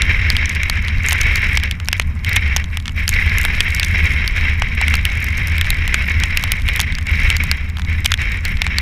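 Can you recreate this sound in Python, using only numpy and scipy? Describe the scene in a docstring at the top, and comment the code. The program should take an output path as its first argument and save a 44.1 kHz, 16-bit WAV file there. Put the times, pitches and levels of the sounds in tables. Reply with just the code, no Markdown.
"""A low rumble of wind and a surging hiss: a gale, heard from a camera in a waterproof housing
on the deck of a sailing yacht. Gusts shake the housing and make it boom, while rushing air, water
and fine spray hiss through its hollow resonances. Drops smack the shell right by the microphone,
and the hardest ones overload it. A faint wash of sea lies underneath."""
import sys
import numpy as np
from scipy import signal
from scipy.fft import rfft, irfft
from scipy.io import wavfile
from scipy.ndimage import uniform_filter1d

SR = 44100
rng = np.random.default_rng(int(sys.argv[2]) if len(sys.argv) > 2 else 0)


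def master_out(mix):
    """Clip the mix to full scale and print it as 16-bit PCM to the path in sys.argv[1]."""
    frames = np.transpose(np.atleast_2d(mix))
    ceiling = np.clip(frames, -1, 1)
    pcm = np.round(ceiling * 32767).astype(np.int16)
    wavfile.write(sys.argv[1], SR, pcm)


N = 388521

# Large drops hitting the housing. Thud and splash levels are relative to the drop's ring.
# Columns: start_s, level_db, pitch_hz, thud_db, splash_db
LARGE_DROPS = [(.0201, -8.5, 3500, -35, -19), (.302, -6, 4570, -20, -19), (.3669, -10, 3250, -23, -16),
               (.4571, -17, 6100, -28, -26), (.4945, -20, 6200, -21, -8), (.633, -13, 2580, -31, -25),
               (.6981, -10, 4300, -11, -9), (0.8826, -18.5, 3260, -12, -34), (1.0862, -12, 6700, -16, -11),
               (1.109, -13, 3050, -26, -15), (1.1221, -12, 3100, -6, -17), (1.1293, -15.5, 6150, -13, 1),
               (1.214, -11.5, 6270, -25, -12), (1.3577, -17, 4400, -11, -5), (1.5732, -7, 2350, -14, -42),
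               (1.6361, -17, 3040, -15, -12), (1.712, -13.5, 3080, -25, -13),
               (1.8003, -23.5, 2860, -11, -21), (1.8856, -11.5, 5500, -9, -11.5),
               (1.9294, -7, 2890, -19, -15), (1.9975, -5, 2200, -8.5, -38), (2.0187, -25, 2640, -19, -20),
               (2.247, -18, 3160, -27, -13), (2.293, -21.5, 3600, -24, -5), (2.3623, -15, 3240, -30, -3),
               (2.3656, -6.5, 2930, -14, -33), (2.5637, -8.5, 6500, -8, -11.5),
               (2.5682, -11.5, 5500, -25, -10), (2.7719, -16.5, 3350, -11.5, -14.5),
               (2.857, -21, 2860, -20, -25), (2.88, -17, 3300, -21, -38), (3.0792, -9.5, 4660, -35, -12),
               (3.0917, -12, 6700, -26, -1), (3.3841, -14, 2620, -25, -5), (3.4509, -14, 3730, -3.5, -6.5),
               (3.6055, -2, 3200, -43, -33), (3.748, -20, 5370, -16, -3), (3.7973, -9.5, 4600, -19, -10),
               (3.8308, -9.5, 2620, -22, -31), (4.2776, -12.5, 4470, -28, -13.5),
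               (4.6209, -13, 2970, -0.5, -33), (4.814, -15.5, 2810, -0.5, -12),
               (4.8815, -11, 2180, -17, -16), (4.9407, -10.5, 2730, -7, -18), (4.954, -17, 4500, -12, -7),
               (5.0529, -8, 2880, -27, -10), (5.2435, -33.5, 5870, 4, 9.5), (5.4727, -24, 5540, -14, -3),
               (5.5817, -19.5, 3270, -25, -7), (5.6122, -9.5, 3180, -33, -13), (5.7041, -10, 3900, -18, -5),
               (5.8782, -18, 2750, -10, -8), (5.9432, -4, 2420, -7, -28), (6.2364, -9, 2260, -10, -28),
               (6.3728, -5.5, 2690, -20, -11), (6.4385, -15, 3040, -6, -5), (6.5193, -9, 3290, -11, -3),
               (6.6873, -11, 2780, -18, -17), (6.7613, -19, 3770, -20, -2), (6.7948, -13, 3140, -4, -30),
               (6.8019, -9, 3500, -26, -7), (6.8133, -18, 6550, -13, 0), (6.9517, -20.5, 4600, -25, -20),
               (6.9853, -19.5, 3200, -8.5, -29), (7.3022, -7, 2750, -18, -18),
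               (7.3672, -15.5, 4570, -16, -8.5), (7.4373, -22, 8360, -5, 0.5), (7.5143, -4, 4430, -13, -22),
               (7.7703, -24, 3200, -7, -20), (7.7854, -29.5, 2700, 1, -14), (7.7957, -30.5, 3200, 6, -10),
               (8.0464, -18, 3720, -16, -9), (8.0549, -15.5, 2860, -7, -22), (8.0593, -3.5, 3260, -28, -7),
               (8.1188, -7, 3330, -13.5, -37), (8.14, -7.5, 3240, -37, -14), (8.452, -17, 4340, -28, -9),
               (8.6186, -6, 2690, -19, -46), (8.6663, -13.5, 2280, -5, -30), (8.7846, -6, 4370, -24, -20)]
LULL_RUSH_DB, LULL_SPRAY_DB = -40.5, -12.5  # relative levels between surges


def gain_of(db):
    """Turns decibels into a number to multiply a sound by."""
    return 10 ** (np.asarray(db) / 20)


def normalise(x):
    """Scales a signal to an average strength (rms) of 1."""
    return x / np.sqrt(np.mean(x ** 2) + 1e-20)


def level_at(points, hz):
    """Reads the level in dB at any pitch from rows of pitch_hz, level_db."""
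    pitch_hz, level_db = np.transpose(points)
    return np.interp(np.log(hz + 1), np.log(pitch_hz), level_db)


def bump(hz, centre_hz, width_hz):
    """A resonance: a bell-shaped peak of height 1 around one pitch."""
    return 1 / (1 + (2 * (hz - centre_hz) / width_hz) ** 2)


def colour(x, db_at, size=16384):
    """Turns each pitch in a sound up or down by db_at(hz) decibels."""
    cepstrum = irfft(np.log(gain_of(db_at(np.fft.rfftfreq(size, 1 / SR)))))
    # Folding onto the first half makes a click ring after it lands, never before.
    cepstrum[1:size // 2] *= 2
    cepstrum[size // 2 + 1:] = 0
    ringing = irfft(np.exp(rfft(cepstrum)))
    return signal.oaconvolve(x, ringing)[:len(x)]


def wander(slow_hz, fast_hz):
    """Random swaying of strength 1, at speeds between the two rates."""
    hz = np.fft.rfftfreq(N, 1 / SR)
    spectrum = rfft(rng.standard_normal(N)) * (hz > slow_hz) * (hz < fast_hz)
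    return normalise(irfft(spectrum / np.sqrt(hz + 1), N))


def band(x, low_hz, high_hz):
    """Keeps the part of a sound between two pitches."""
    return signal.sosfilt(signal.butter(2, [low_hz, high_hz], "band", fs=SR, output="sos"), x)


def impacts(per_s, spread_db):
    """Clicks at random times, most small and a few large."""
    size = gain_of(spread_db * np.minimum(rng.exponential(1, N), 4))
    return size * rng.choice([-1, 1], N) * (rng.random(N) < per_s / SR)


def burst(x):
    """Gives a short sound the energy of 2 ms at strength 1."""
    return x / np.sqrt(np.sum(x ** 2) / (.002 * SR) + 1e-20)


def puff(low_hz, high_hz, decay_s, size=1024):
    """A short, fading burst of noise between two pitches."""
    fade = np.exp(-np.arange(size) / SR / decay_s)
    return burst(band(rng.standard_normal(size) * fade, low_hz, high_hz))


def add(mix, start_s, sound):
    """Mixes a sound in at its start time."""
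    part = mix[max(round(start_s * SR), 0):][:len(sound)]
    part += sound[:len(part)]


def surge_db(layer, lull_db, rise_db_per_s=480, fall_db_per_s=166):
    """Level of the "rush" or "spray": each surge rises fast, sags or builds, then dies away."""
    # Surges of air and spray. Each has finished rising at start_s; a negative sag keeps building.
    # Columns: start_s, length_s, rush_db, spray_db, sag_db_per_s
    surges = [(0.0, 1.2, -18.5, 2, 8), (1.05, 0.13, -19.5, 11, 4), (1.212, 0.34, -17.5, 7, 8),
              (1.636, 0.0083, -20, -3, 0), (1.94, 0.01, -27, -2, -7), (2.27, 0.093, -21, 4, -26),
              (2.41, 0.17, -22.5, -6, 13), (2.725, 0.0076, -29.5, 3, -6), (2.978, 0.029, -22.5, 9, -8),
              (3.132, 0.8, -19, 10, 6), (3.938, 0.36, -18, 8, 13), (4.364, 0.14, -18.5, 5.5, 6),
              (4.586, 0.2, -25, -5, 11), (4.779, 0.2, -20, 2.5, 8), (5.052, 0.38, -22.5, 4, 7.5),
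              (5.374, 0.62, -22.5, 1.5, 3), (5.882, 0.67, -21.5, 6, 3.5), (6.654, 0.16, -23.5, 2, -9),
              (6.872, 0.12, -24.5, -10, 53), (7.077, 0.25, -22, 3.5, -15.5), (7.407, 0.28, -22.0, 0, 39),
              (7.89, 0.1, -26, 0.5, 12), (8.091, 0.016, -27.5, 5, -1), (8.193, 0.15, -22.5, 3.5, 2),
              (8.46, 0.02, -20, 7.5, 0), (8.57, 0.21, -31.5, -14, -42)]
    t = np.arange(0, N / SR, .002)
    level_db = np.full(len(t), lull_db)
    for start_s, length_s, rush_db, spray_db, sag_db_per_s in surges:
        age_s = t - start_s
        start_db = rush_db if layer == "rush" else spray_db
        rise = rise_db_per_s * np.minimum(age_s, 0)
        sag = sag_db_per_s * np.clip(age_s, 0, length_s)
        fall = fall_db_per_s * np.maximum(age_s - length_s, 0)
        level_db = np.maximum(level_db, start_db + rise - sag - fall)  # the strongest surge wins
    return np.interp(np.arange(N) / SR, t, level_db)


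def pressure_db(lull_db=-22.5, follow=.17):
    """The wind presses harder during a surge and jumps in each gust."""
    # Single gusts that thump the housing. Columns: peak_s, length_s, lift_db
    gusts = [(.2, 0.5, 3.5), (0.794, 0.048, 6), (.965, 0.069, 9), (1.26, 0.16, 3.5), (1.556, .08, 5.5),
             (2.078, .07, 6.5), (2.49, 0.25, 4), (3.26, 0.58, 3), (4.008, .29, 4), (4.52, 0.49, 3),
             (4.95, 0.17, 6), (5.66, 0.55, 3.5), (6.183, .09, 5.5), (6.655, .075, 6), (7.24, 0.3, 5.5),
             (7.924, 0.28, 4), (8.57, 0.07, 5.5)]
    t = np.arange(N) / SR
    gust_db = sum(db * np.exp(-(2 * (t - peak_s) / length_s) ** 2) for peak_s, length_s, db in gusts)
    return lull_db + follow * (surge_db("rush", LULL_RUSH_DB) - LULL_RUSH_DB) + gust_db


def wind_rumble(boom_hz=78.3, boom_width_hz=25.6, boom_db=11, flutter_db=0.9):
    """Swirls of wind push on the housing, which booms at one low pitch."""
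    # Tone of the churning air. Columns: pitch_hz, level_db
    buffeting = [(8, -34), (16, -2), (28, 1), (42, -4.5), (60, -3.5), (88, -6), (108, -14), (160, -21.5),
                 (400, -81)]
    noise = rng.standard_normal(N)
    rumble = colour(noise, lambda hz: level_at(buffeting, hz) + boom_db * bump(hz, boom_hz, boom_width_hz))
    rumble /= np.sqrt(uniform_filter1d(rumble ** 2, size=5500))  # only pressure sets the slow swell
    return rumble * gain_of(pressure_db() + flutter_db * wander(12, 27))


def wind_roar(level_db=-31.5, sway_db=2.0, follow=0.33):
    """Small swirls at the housing's edges roar all the time and swell a little with the gusts."""
    # Tone of the small swirls. Columns: pitch_hz, level_db
    swirl_tone = [(80, -3.5), (128, -1), (170, -2), (235, -7), (300, -20), (380, -27.5), (700, -55)]
    swirls = normalise(colour(rng.standard_normal(N), lambda hz: level_at(swirl_tone, hz)))
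    pressure = pressure_db()
    swell_db = follow * (pressure - pressure.mean())
    return swirls * gain_of(level_db + swell_db + sway_db * wander(1, 16))


def cavity_db(hz):
    """The air shut inside the housing boosts the pitches it rings at."""
    # Resonances of that air. Columns: pitch_hz, width_hz, lift_db
    resonances = [(1053, 70, 3.5), (2120, 410, 4.5), (2194, 94, 2), (2727, 94, 5), (3172, 133, 8),
                  (3842, 220, 11.5), (5380, 680, 13.5), (6700, 830, 5.5)]
    return sum(db * bump(hz, pitch_hz, width_hz) for pitch_hz, width_hz, db in resonances)


def rush(boost_db=0.48, flutter_db=2.5, grain=0.45):
    """Rushing air and thousands of tiny droplets keep the housing ringing."""
    # What the shell lets through. Columns: pitch_hz, level_db
    shell_tone = [(120, -14.5), (400, -15), (750, -20.5), (1250, -14.5), (1700, -3), (2300, 1.5),
                  (2950, -12.5), (4400, -27.5), (6000, -33), (7600, -44.5), (10500, -47.5), (15500, -48)]
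    push = rng.standard_normal(N) + grain * normalise(impacts(per_s=3000, spread_db=1.5))
    push *= gain_of(flutter_db * wander(5.9, 99))
    hiss = normalise(colour(push, lambda hz: level_at(shell_tone, hz) + cavity_db(hz)))
    return hiss * gain_of(surge_db("rush", LULL_RUSH_DB) + boost_db)


def mist(level_db=-61.5):
    """A fine, high fizz that flickers unevenly and swells with the surges."""
    grains = .6 * rng.standard_normal(N) + normalise(impacts(per_s=2500, spread_db=4))
    flicker_db = 8 * np.tanh(wander(2.5, 22) / 2)
    fizz = normalise(band(grains, 7500, 13000))
    return fizz * gain_of(level_db + surge_db("spray", LULL_SPRAY_DB) + flicker_db)


def droplets(level_db=-51, tilt_db_per_octave=-5, spots=24):
    """Small drops tick on the shell, louder in the surges; each spot has its own pitch."""
    force = gain_of(level_db + .7 * surge_db("spray", LULL_SPRAY_DB) + 3 * wander(3, 25))
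    out = np.zeros(N)
    for spot_hz in np.geomspace(3000, 12000, spots):
        tick = puff(spot_hz / 1.35, spot_hz * 1.35, .0008) + .6 * puff(2500, 14000, .0004)
        hits = force * impacts(per_s=4, spread_db=5)
        spot_gain = gain_of(tilt_db_per_octave * np.log2(spot_hz / 7000))
        out += spot_gain * signal.oaconvolve(hits, tick)[:N]
    return out


def sea(level_db=-45.0, sway_db=2):
    """Water washes along the hull, heard through the housing."""
    # Tone of the wash. Columns: pitch_hz, level_db
    sea_tone = [(150, -13.5), (400, -6), (700, -9.5), (1100, -4.5), (2200, -7), (3200, -35), (5000, -32),
                (8000, -35), (15000, -33)]
    wash = normalise(colour(rng.standard_normal(N), lambda hz: level_at(sea_tone, hz) + cavity_db(hz)))
    return wash * gain_of(level_db + sway_db * wander(0.73, 39))


def drop(level_db, pitch_hz, thud_db, splash_db, ring_s=0.0007):
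    """One drop rings the spot it hits, gives the shell a dull push and fizzes as it bursts."""
    t = np.arange(1024) / SR
    tone = np.sin(2 * np.pi * pitch_hz * t) * np.exp(-t / ring_s)
    spot = burst(band(tone, 1500, 12000))
    crack = 0.58 * puff(2000, 6500, decay_s=.0007)
    hollow = 0.82 * puff(1600, 3200, decay_s=.0026)  # the air inside answers
    ring = burst(spot + crack + hollow)
    thud = gain_of(thud_db) * puff(740, 1750, decay_s=.00074)
    splash = gain_of(splash_db) * puff(6500, 14000, decay_s=.0005)
    return rng.choice([-1, 1]) * gain_of(level_db) * (ring + thud + splash)


def large_drops(boost_db=1):
    """Large drops of spray smack the shell one by one."""
    out = np.zeros(N)
    for start_s, level_db, pitch_hz, thud_db, splash_db in LARGE_DROPS:
        add(out, start_s, drop(level_db, pitch_hz, thud_db, splash_db))
    return gain_of(boost_db) * out


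def trailing_drops(mean_delay_s=0.046, low_hz=2160, high_hz=4140, thud_db=-10):
    """Spray lands in clusters: a smaller drop hits a random spot soon after each large one."""
    out = np.zeros(N)
    chances = rng.random((len(LARGE_DROPS), 4))
    for (start_s, *_), (lag, spot, size, splash) in zip(LARGE_DROPS, chances):
        delay_s = -mean_delay_s * np.log(1 - lag)  # mostly short, now and then long
        pitch_hz = low_hz * (high_hz / low_hz) ** spot
        level_db = -27 + 4 * (2 * size - 1)
        splash_db = -25 + 5 * (2 * splash - 1)
        add(out, start_s + delay_s, drop(level_db, pitch_hz, thud_db, splash_db))
    return out


def scene():
    """Everything reaches one microphone inside the housing."""
    gale = wind_rumble() + wind_roar() + rush() + mist() + droplets() + sea()
    return (gale + large_drops() + trailing_drops())[None]


def record(dry, ceiling=.95, cutoff_hz=15600):
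    """The microphone overloads on the hardest drops, then the highest treble is cut off."""
    squashed = dry / (1 + (dry / ceiling) ** 6) ** (1 / 6)
    treble_cut = signal.firwin(255, cutoff_hz, window=("kaiser", 9), fs=SR)
    return signal.oaconvolve(squashed, treble_cut[None], "same")


dry = scene()
out = record(dry)
master_out(out)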